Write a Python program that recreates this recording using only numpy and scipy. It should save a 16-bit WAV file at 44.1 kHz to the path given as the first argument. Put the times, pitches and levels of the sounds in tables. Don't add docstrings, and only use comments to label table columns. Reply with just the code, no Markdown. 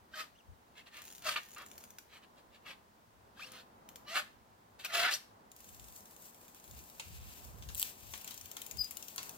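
import sys
import numpy as np
from scipy import signal
from scipy.fft import rfft, irfft
from scipy.io import wavfile
from scipy.ndimage import uniform_filter1d

SR = 44100
rng = np.random.default_rng(int(sys.argv[2]) if len(sys.argv) > 2 else 0)


def int16_out(signal):
    q = np.round(np.clip(np.atleast_2d(signal).T, -1, 1) * 32767)
    wavfile.write(sys.argv[1], SR, q.astype(np.int16))


N = 413216
T = np.arange(N) / SR

# frequency_hz, gain_db
HUB_SPECTRUM = [(880, -31.5), (1500, -11), (1900, -12.5), (2590, -8), (4970, -11.5), (5600, -7), (6370, -5),
                (7100, -1.5), (7840, -14), (8920, -6), (10600, -10), (14900, -4), (16000, -15)]
# time_s, pan_db
BICYCLE_PATH = [(5.2, 2.5), (6.3, -4.5), (7.5, 0), (8.3, 0), (8.8, 6), (9.3, 0)]


def amp(db):
    return 10 ** (np.asarray(db) / 20)


def unit(x):
    return x / np.sqrt(np.mean(x ** 2) + 1e-20)


def at_hz(spectrum, hz):
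    known_hz, value = np.transpose(spectrum)
    return np.interp(np.log(hz + 1), np.log(known_hz + 1), value)


def follow(rows, column=1):
    rows = np.array(rows)
    return np.interp(T, rows[:, 0], rows[:, column])


def envelope(rows, column=1):
    sounding = (T >= rows[0][0]) & (T < rows[-1][0])
    return amp(follow(rows, column)) * uniform_filter1d(1. * sounding, 128)


def swell(t, rise_s, hold_s, fall_s):
    return np.exp(-(np.maximum(-t, 0) / rise_s + np.maximum(t - hold_s, 0) / fall_s) ** 1.4)


def add(mix, start_s, sound):
    part = mix[..., round(start_s * SR):][..., :sound.shape[-1]]
    part += sound[..., :part.shape[-1]]


def colour(x, spectrum, size=2048):
    gain_db = np.maximum(at_hz(spectrum, abs(np.fft.fftfreq(size, 1 / SR))), -90)
    response = np.exp(np.conj(signal.hilbert(np.log(amp(gain_db)))))
    taps = np.fft.ifft(response).real
    return signal.oaconvolve(x, taps / np.linalg.norm(taps))[:len(x)]


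def band(x, low_hz, high_hz):
    sections = signal.butter(3, [low_hz, min(high_hz, .49 * SR)], "band", fs=SR, output="sos")
    return signal.sosfilt(sections, x)


def resonate(x, hz, q):
    return signal.lfilter(*signal.iirpeak(hz, q, SR), x)


def wander(cutoff_hz):
    rolloff = 1 + (np.fft.rfftfreq(N, 1 / SR) / cutoff_hz) ** 4
    return unit(irfft(rfft(rng.standard_normal(N)) / rolloff, N))


def grains(per_s, spread_db):
    impulses = (rng.random(N) < per_s / SR) * rng.choice([-1, 1], N)
    return unit(impulses * amp(spread_db * np.minimum(rng.exponential(1, N), 4)))


def blow(t60_s, spectrum):
    t = np.arange(8192) / SR
    ring = colour(rng.standard_normal(len(t)) * amp(-60 * t / t60_s), spectrum)
    return ring / abs(ring).max()


def place(x, pan_db, lag_samples):
    return np.array([x * amp(pan_db / 2), np.roll(x, lag_samples) * amp(-pan_db / 2)])


def wind():
    # frequency_hz, gain_db
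    eddy_spectrum = [(15, -36), (25, -36), (48, -1), (81, -3.5), (124, -11), (170, -15), (296, -29.5),
                     (400, -11), (520, -50), (880, -120)]
    # peak_s, width_s, level_db
    gusts = [(0, 0.029, -59), (0.508, 0.039, -57), (1.28, 0.049, -66), (5.81, 0.11, -61),
             (6.762, 0.063, -52.5), (7.18, 0.12, -47), (7.62, 0.17, -49.5), (8.105, 0.1, -58.5),
             (8.43, 0.058, -60), (8.784, 0.042, -48)]
    ports = []
    for _ in range(2):
        eddies = colour(rng.standard_normal(N), eddy_spectrum, size=8192)
        ports.append(unit(band(eddies, 51, 190) * amp(3 * wander(8.3))))
    breeze = amp(-75)
    gusting = sum(amp(db) * np.exp(-((T - peak_s) / width_s) ** 2) for peak_s, width_s, db in gusts)
    return amp(-1) * (breeze + gusting) * np.array(ports)


def distant_background():
    # frequency_hz, gain_db
    air_spectrum = [(18, -22), (30, -18.5), (98, -9), (134, -12.5), (189, -7.5), (227, -5), (273, -9.5),
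                    (355, -10), (540, -10), (988, -6.5), (1160, -12), (1960, -20), (2410, -24.5),
                    (11100, -33.5), (16000, -28.5)]
    # time_s, level_db
    air_swell = [(0.0, -70.5), (1.02, -70), (1.36, -66), (2.9, -69), (3.39, -66), (4.77, -68.5),
                 (5.48, -66.5), (9.06, -65), (9.37, -62.5)]
    # frequency_hz, correlation
    air_coherence = [(60, 1), (150, 0.96), (380, 0.62), (950, -0.51), (2380, 0.12), (5980, 0.16),
                     (15000, -0.36)]
    hz = np.fft.rfftfreq(N, 1 / SR)
    left, independent = rfft(rng.standard_normal((2, N)))
    correlation = np.clip(at_hz(air_coherence, hz), -1, 1)
    right = correlation * left + np.sqrt(1 - correlation ** 2) * independent
    spectra = np.array([left, right]) * amp(at_hz(air_spectrum, hz))
    low_share = 1 / (1 + (hz / 1800) ** 4)
    murmur = irfft(spectra * low_share, N) * unit(amp(follow(air_swell) + 1.3 * wander(3.8)))
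    hiss = irfft(spectra * (1 - low_share), N)
    return amp(-61.5) * unit(murmur + hiss)


def tyre_squeaks(waver=.026, octave_db=-10, chatter_db=1.3):
    # start_s, length_s, start_hz, end_hz, level_db
    squeaks = [(0.135, 0.016, 1504, 1580, -45), (0.177, 0.039, 1236, 1283, -48),
               (.18, .045, 2400, 2560, -48), (.347, 0.033, 2600, 3200, -67.5),
               (.382, 0.034, 3730, 2450, -66), (1.245, 0.057, 654.6, 603.3, -48),
               (2.688, .033, 3414, 2334, -55), (3.365, 0.052, 1438, 1926, -57.5),
               (3.391, .028, 1000, 1820, -49), (3.411, 0.044, 2050, 2950, -48.5),
               (3.439, 0.041, 3520, 5580, -57), (3.42, .16, 502.6, 521, -67),
               (4.098, 0.085, 619.5, 740.7, -51.5), (4.109, 0.034, 2640, 2980, -54),
               (4.845, .028, 2159, 2920, -43), (4.888, 0.035, 2118, 1890, -50),
               (4.912, 0.162, 657, 714, -41.5), (5.038, .016, 1619, 1650, -36),
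               (5.079, 0.026, 1705, 1760, -34), (5.108, 0.033, 2170, 3260, -39.5),
               (5.129, .016, 3560, 5720, -35), (5.136, .018, 5640, 5750, -35)]
    out = np.zeros(N)
    wobble = 1 + waver * wander(370)
    grip = unit(amp(chatter_db * wander(470)))
    for start_s, length_s, start_hz, end_hz, db in squeaks:
        n = int(length_s * SR)
        pitch_hz = start_hz + (end_hz - start_hz) * np.linspace(0, 1, n) ** .75
        phase = 2 * np.pi * np.cumsum(pitch_hz * wobble[int(start_s * SR):][:n]) / SR
        tone = sum(amp(octave_db * np.log2(k)) * np.sin(k * phase) for k in range(1, 4))
        add(out, start_s, amp(db) * signal.windows.tukey(n, .5) * tone)
    return out * grip


def tyre_rubs(jitter=.04, roughen_s=.02, chatter_db=1.5):
    # full_force_s, rise_s, hold_s, fall_s, level_db, squeal_hz, treble_db,
    # slip_hz, glide_octaves_per_s, roughness_share
    rubs = [(0.184, .032, 0.02, 0.032, -45, 1440, -3, 620, -.5, .65),
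            (0.777, 0.016, 0.018, 0.019, -55, 2450, -7, 510, -0.5, 0.9),
            (.87, 0.0096, 0.011, 0.011, -58, 2730, -8, 550, 0.5, 1),
            (0.956, 0.026, 0.025, 0.045, -52.5, 2050, -7, 610, 0, 0.88),
            (1.278, 0.025, .014, 0.011, -36.5, 1650, -2, 650, -2, 0.65),
            (1.31, 0.011, 0.019, .028, -42, 2557, -4.5, 587, 0.5, .85),
            (1.361, 0.0021, 0.013, .015, -35.5, 1840, -17, 610, 0, .85),
            (1.565, 0.0032, 0.061, 0.018, -51, 1276, -14, 550, 0, .85),
            (2.137, 0.035, 0.038, .018, -59.5, 2255, -5.5, 630, 0, .85),
            (2.235, .012, 0.0031, 0.014, -61.5, 2900, -7.5, 570, 0, 0.83),
            (2.385, 0.019, 0.0037, .02, -65.5, 2980, -3, 550, 0.5, 0.8),
            (2.55, .024, .005, 0.023, -62, 2785, -7.5, 590, 0.5, 0.8),
            (2.669, .014, 0.041, 0.026, -50.5, 2300, -8.5, 560, -1, .8),
            (3.406, 0.03, 0.041, 0.063, -55.5, 2860, -2.5, 520, 0, 0.82),
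            (3.543, 0.018, 0.059, 0.02, -56, 3420, -4.5, 510, -0.5, 0.76),
            (4.094, .018, 0.037, 0.01994, -47, 1930, -2, 612, 3.5, .3),
            (4.159, .013, .026, .021, -33.5, 1711, -7.5, 804, .5, 0.78),
            (4.794, .004, 0.0061, 0.034, -52.5, 2691, -3.5, 770, 0, 0.81),
            (4.849, 0.0066, 0.01, 0.0099, -44, 2753, -3, 690, 4, 0.72),
            (4.9, .02, .02, .02, -48, 1800, -9, 680, -3, .45),
            (4.942, .012, 0.069, .04, -33, 3000, -5, 645, 0.6, .85),
            (5.046, 0.016, 0.043, .018, -33, 1737, -15.5, 724, 2.5, 0.57),
            (5.123, 0.012, 0.015, 0.022, -39.5, 3050, 3.5, 830, 4.5, 0.63)]
    # frequency_hz, gain_db
    rub_spectrum = [(150, -26.5), (350, -9.5), (470, -7.5), (650, -1), (850, -6), (1250, 0), (1700, -2),
                    (2200, -2), (3000, -2), (4300, -5), (5700, -18.5), (9800, -28), (14500, -26.5),
                    (16000, -44)]
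    # frequency_hz, bandwidth_hz, gain_db
    stand_modes = [(1220, 91, 11), (1766, 240, 10.5), (1900, 190, -11), (2660, 104, 8), (3270, 90, -3)]
    forces = [amp(db) * swell(T[::64] - s, rise, hold, fall) for s, rise, hold, fall, db, *_ in rubs]
    strongest = np.array(rubs)[np.repeat(np.argmax(forces, axis=0), 64)[:N]]
    age_s = np.clip(T - strongest[:, 0], -.2, .2)
    slip_hz, glide, full_roughness = strongest[:, -3:].T
    cycles = np.cumsum(slip_hz * 2 ** (glide * age_s) * (1 + jitter * wander(217.2))) / SR
    slips = unit(sum(np.cos(2 * np.pi * k * cycles) for k in range(1, 11)))
    build_up = np.clip(1 + age_s / roughen_s, 0, 1)
    roughness = np.clip(full_roughness * (.6 + .4 * build_up), 0, 1)
    friction = .46 * np.sqrt(1 - roughness) * slips + np.sqrt(roughness) * grains(6000, 2.1)
    drive = colour(friction * amp(chatter_db * wander(150)), rub_spectrum)
    ring = sum(amp(db) * resonate(drive, hz, hz / width_hz) for hz, width_hz, db in stand_modes)
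    body = unit(band(unit(drive) + amp(-5) * unit(ring), 210, 7300))
    hiss = band(drive, 6740, SR / 2)
    out = np.zeros(N)
    for s, rise, hold, fall, db, squeal_hz, treble_db, *_ in rubs:
        span = slice(max(int((s - 3 * rise) * SR), 0), int((s + hold + 3 * fall) * SR))
        force = amp(db) * swell(T[span] - s, rise, hold, fall)
        squeal = unit(resonate(drive[span], squeal_hz, q=2.16))
        rasp = unit(unit(body[span]) + amp(-2) * squeal)
        out[span] += force * (rasp + amp(treble_db) * unit(hiss[span]))
    return amp(-2) * out


def chain():
    # time_s, level_db
    chain_run = [(0.92, -72), (1.05, -59.5), (1.17, -62.5), (1.45, -58.5), (1.65, -67.5), (1.83, -62.5),
                 (2.05, -85)]
    patter = unit(colour(grains(1500, 6.9), HUB_SPECTRUM))
    return place(envelope(chain_run) * patter, pan_db=0, lag_samples=-2)


def pawl_drops(spin, spread_db=1.45):
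    turning = (T >= spin[0][0]) & (T < spin[-1][0])
    teeth_passed = np.ceil(np.cumsum(follow(spin) * turning) / SR)
    drops = np.flatnonzero(np.diff(teeth_passed))
    return list(zip(T[drops], follow(spin, 2)[drops] + spread_db * rng.standard_normal(len(drops))))


def freewheel(t60_s=.0077, pawl_gap_s=.0013):
    # time_s, drops_per_s, level_db
    spins = [
        [(0.9687, 13.98, -47), (1.1073, 46.82, -44.5), (1.2331, 16.11, -45.5)],
        [(1.4594, 37.56, -49.5), (1.7537, 14.2, -41.5), (1.8087, 17.52, -43), (1.9954, 10.52, -42.5)],
        [(5.5167, 19.27, -47.5), (5.6131, 26.9, -47.5), (5.7075, 17.15, -47.5), (5.9383, 26.93, -46),
         (6.0152, 19.9, -47.5), (6.3922, 14.6, -50.5), (6.5362, 15.2, -48), (6.6833, 30.27, -49),
         (6.9095, 13.56, -49)],
        [(8.177, 26.27, -41), (8.2401, 32.09, -41), (8.4122, 27.96, -40.5), (8.4539, 16.68, -38.5),
         (8.6756, 22.19, -37), (8.786, 13.23, -35.5), (9.0624, 19.18, -37), (9.0829, 12.06, -36.5),
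         (9.3037, 16.64, -39)],
    ]
    # start_s, level_db
    catches = [(3.5189, -44), (3.8894, -43.5), (3.9583, -42), (4.8479, -32), (7.448, -47)]
    out = np.zeros((2, N))
    for start_s, db in list(catches) + [drop for spin in spins for drop in pawl_drops(spin)]:
        tick = blow(t60_s, HUB_SPECTRUM)
        add(tick, pawl_gap_s * rng.uniform(.6, 1.1), amp(-3) * blow(t60_s, HUB_SPECTRUM))
        pan_db = np.interp(start_s, *np.transpose(BICYCLE_PATH))
        add(out, start_s, amp(db + 5) * place(tick, pan_db, lag_samples=-2 if start_s < 5 else 11))
    return out


def distant_engine(pitch_hz=107, waver=.036):
    # time_s, level_db
    hum_curve = [(1.5, -99), (2.8, -87), (3.0, -76), (4.5, -78), (5.5, -78), (6.3, -96)]
    phase = 2 * np.pi * np.cumsum(pitch_hz * (1 + waver * wander(25))) / SR
    hum = np.sin(phase) + amp(-5) * np.sin(2 * phase)
    return envelope(hum_curve) * unit(hum * amp(2.3 * wander(12)))


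def grass():
    # time_s, level_db, low_band_db
    rolling = [(5.5, -81, -10), (5.64, -61, -7), (5.95, -61, -10.5), (6.42, -66.5, -8), (6.85, -61, -9.5),
               (7.2, -60, -1), (7.55, -62.5, -6.5), (8.25, -58.5, -3), (8.5, -59.5, -4),
               (9.37, -59.5, -6.5)]
    # peak_s, rise_s, fall_s, level_db, low_band_db
    brushes = [(5.965, 0.013, 0.024, -52.5, -15), (6.24, .05, 0.07, -57.5, -11),
               (6.57, .02, 0.043, -59, -1.5), (6.78, .04, 0.036, -58, -3), (7.8, 0.033, 0.037, -42, -13.5),
               (7.85, 0.037, 0.058, -46, -4), (8.14, .03, .04, -51.5, -14), (9.27, 0.034, 0.043, -56, -7)]
    # frequency_hz, gain_db
    blade_spectrum = [(880, -39), (1500, -9), (2250, -4), (2540, 0), (3310, -3.5), (5380, -3.5), (6890, -1),
                      (10600, -5), (14900, 2), (16000, -17)]
    clumps = amp(1.28 * wander(32.2) + 1.3 * wander(8.3))
    shared, left, right = (colour(grains(5000, 2.1) * clumps, blade_spectrum) for _ in range(3))
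    pan_db = .24 * follow(BICYCLE_PATH)
    separate_paths = np.array([left * amp(pan_db / 2), right * amp(-pan_db / 2)])
    blades = place(shared, pan_db, lag_samples=11) + separate_paths
    high_gain = envelope(rolling)
    low_gain = high_gain * amp(follow(rolling, 2))
    for peak_s, rise_s, fall_s, db, low_band_db in brushes:
        brush = amp(db) * swell(T - peak_s, rise_s, 0, fall_s)
        high_gain = np.hypot(high_gain, brush)
        low_gain = np.hypot(low_gain, amp(low_band_db) * brush)
    high = high_gain * unit(band(blades, 5300, SR / 2))
    low = low_gain * unit(band(blades, 990, 4960))
    return 2 * amp(-5) * (high + low)


def frame_knocks(t60_s=.025, scuff_t60_s=.13, bounce_s=.012):
    # start_s, level_db, pan_db
    knocks = [(6.9973, -32.5, -2), (7.624, -42.5, -1), (7.688, -39, 0.5), (8.1369, -34, 2), (8.276, -38, 2),
              (8.308, -38.5, 4), (8.567, -38.5, 0), (9.18, -28.5, -1)]
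    # frequency_hz, gain_db
    frame_spectrum = [(240, -17), (400, -13), (676, -11), (979, -2), (1600, -2.5), (3640, 0), (4730, -3.5),
                      (6050, -2), (7060, -4), (7750, -7.5), (10500, -12), (12300, -18), (16000, -17)]
    out = np.zeros((2, N))
    for start_s, db, pan_db in knocks:
        knock = blow(t60_s, frame_spectrum) + amp(-13) * blow(scuff_t60_s, frame_spectrum)
        add(knock, bounce_s * rng.uniform(.5, 1.5), amp(-9) * blow(t60_s, frame_spectrum))
        add(out, start_s, amp(db + 2) * place(knock, pan_db, lag_samples=12))
    return out


def twigs(t60_s=.0024):
    # start_s, level_db, pan_db, low_band_db
    snaps = [(7.748, -24, 1, -17), (7.7532, -27, 0, -12), (7.7797, -25, 0, -18), (7.797, -24, -7, -18),
             (7.798, -23, 13, -19), (7.817, -20, -4, -10), (7.828, -12, -3, -9.5)]
    # frequency_hz, gain_db
    crack_spectrum = [(590, -48), (1000, -5), (2200, -35), (3300, -2), (5440, -39), (7190, 2.5), (10100, 0),
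                      (14900, 3.5), (16000, -8)]
    low_spectrum = [(800, -39), (3000, 14), (6000, 6), (12000, -11)]
    out = np.zeros((2, N))
    for start_s, db, pan_db, low_band_db in snaps:
        crack = blow(t60_s, crack_spectrum) + amp(low_band_db) * blow(t60_s, low_spectrum)
        add(out, start_s, amp(db + 1) * place(crack, pan_db, lag_samples=11))
    return out


def brake(waver=.0048):
    # time_s, pitch_hz, level_db
    squeal = [(8.772, 4970, -64), (8.793, 4985, -36.5), (8.802, 4945, -39), (8.816, 4940, -30),
              (8.83, 4930, -46), (8.848, 4910, -42), (8.9, 5000, -74)]
    phase = 2 * np.pi * np.cumsum(follow(squeal) * (1 + waver * wander(150))) / SR
    tone = np.sin(phase) + amp(-30) * np.sin(2 * phase) + amp(-18) * np.sin(3 * phase)
    return place(envelope(squeal, 2) * unit(tone), pan_db=6.5, lag_samples=9)


def garden(x, near_db, far_db, near_s, t60_s=.34, hop=3072):
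    t = np.arange(4 * hop) / SR
    near = amp(near_db) * unit(np.exp(-t / near_s) * (t > .0005))
    far = amp(far_db) * unit(np.clip(t / .004 - .4, 0, 1) * amp(-60 * t / t60_s))
    decay = np.sqrt((near ** 2 + far ** 2) / len(t))
    padded = np.pad(x, ((0, 0), (0, 2 * hop)))
    out = x.copy()
    for start in range(0, N, hop):
        part = padded[:, start:start + 2 * hop] * signal.windows.cosine(2 * hop)
        if abs(part).max() > 1e-6:
            echoes = decay * rng.choice([-1., 1.], (2, len(t)))
            add(out, start / SR, signal.fftconvolve(part, echoes, axes=1))
    return out


def housing_shadow(x, start_s=5.2):
    # frequency_hz, pan_db
    side_response = [(500, 10), (1200, -1), (4000, 2.5), (8000, 5), (13000, 2.5), (16000, 17)]
    pan_db = at_hz(side_response, np.fft.rfftfreq(N, 1 / SR))
    shadowed = irfft(rfft(x) * amp(np.array([pan_db, -pan_db]) / 2), N)
    return x + np.clip(T - start_s, 0, 1) * (shadowed - x)


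def scene():
    squeaking = place(tyre_squeaks(), pan_db=3, lag_samples=-2)
    rubbing = place(tyre_rubs(), pan_db=.5, lag_samples=-2)
    tyre = garden(squeaking, near_db=-3.5, far_db=-15, near_s=.003)
    tyre += garden(rubbing, near_db=-1, far_db=-10.5, near_s=.0064)
    hub = garden(chain() + freewheel(), near_db=-4, far_db=-6.5, near_s=.006)
    frame = garden(frame_knocks(), near_db=-2, far_db=-4, near_s=.0053)
    close = garden(twigs() + brake(), near_db=-15, far_db=-19, near_s=.0015)
    passing = housing_shadow(hub + grass() + frame + close)
    return wind() + distant_background() + tyre + distant_engine() + passing


def record(dry, ceiling=.24, cutoff_hz=16150):
    rounded = ceiling * np.tanh(dry / ceiling)
    low_pass = signal.firwin(511, cutoff_hz, window=("kaiser", 8), fs=SR)
    return signal.oaconvolve(rounded, low_pass[None], "same", axes=1)


dry = scene()
out = record(dry)
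int16_out(out)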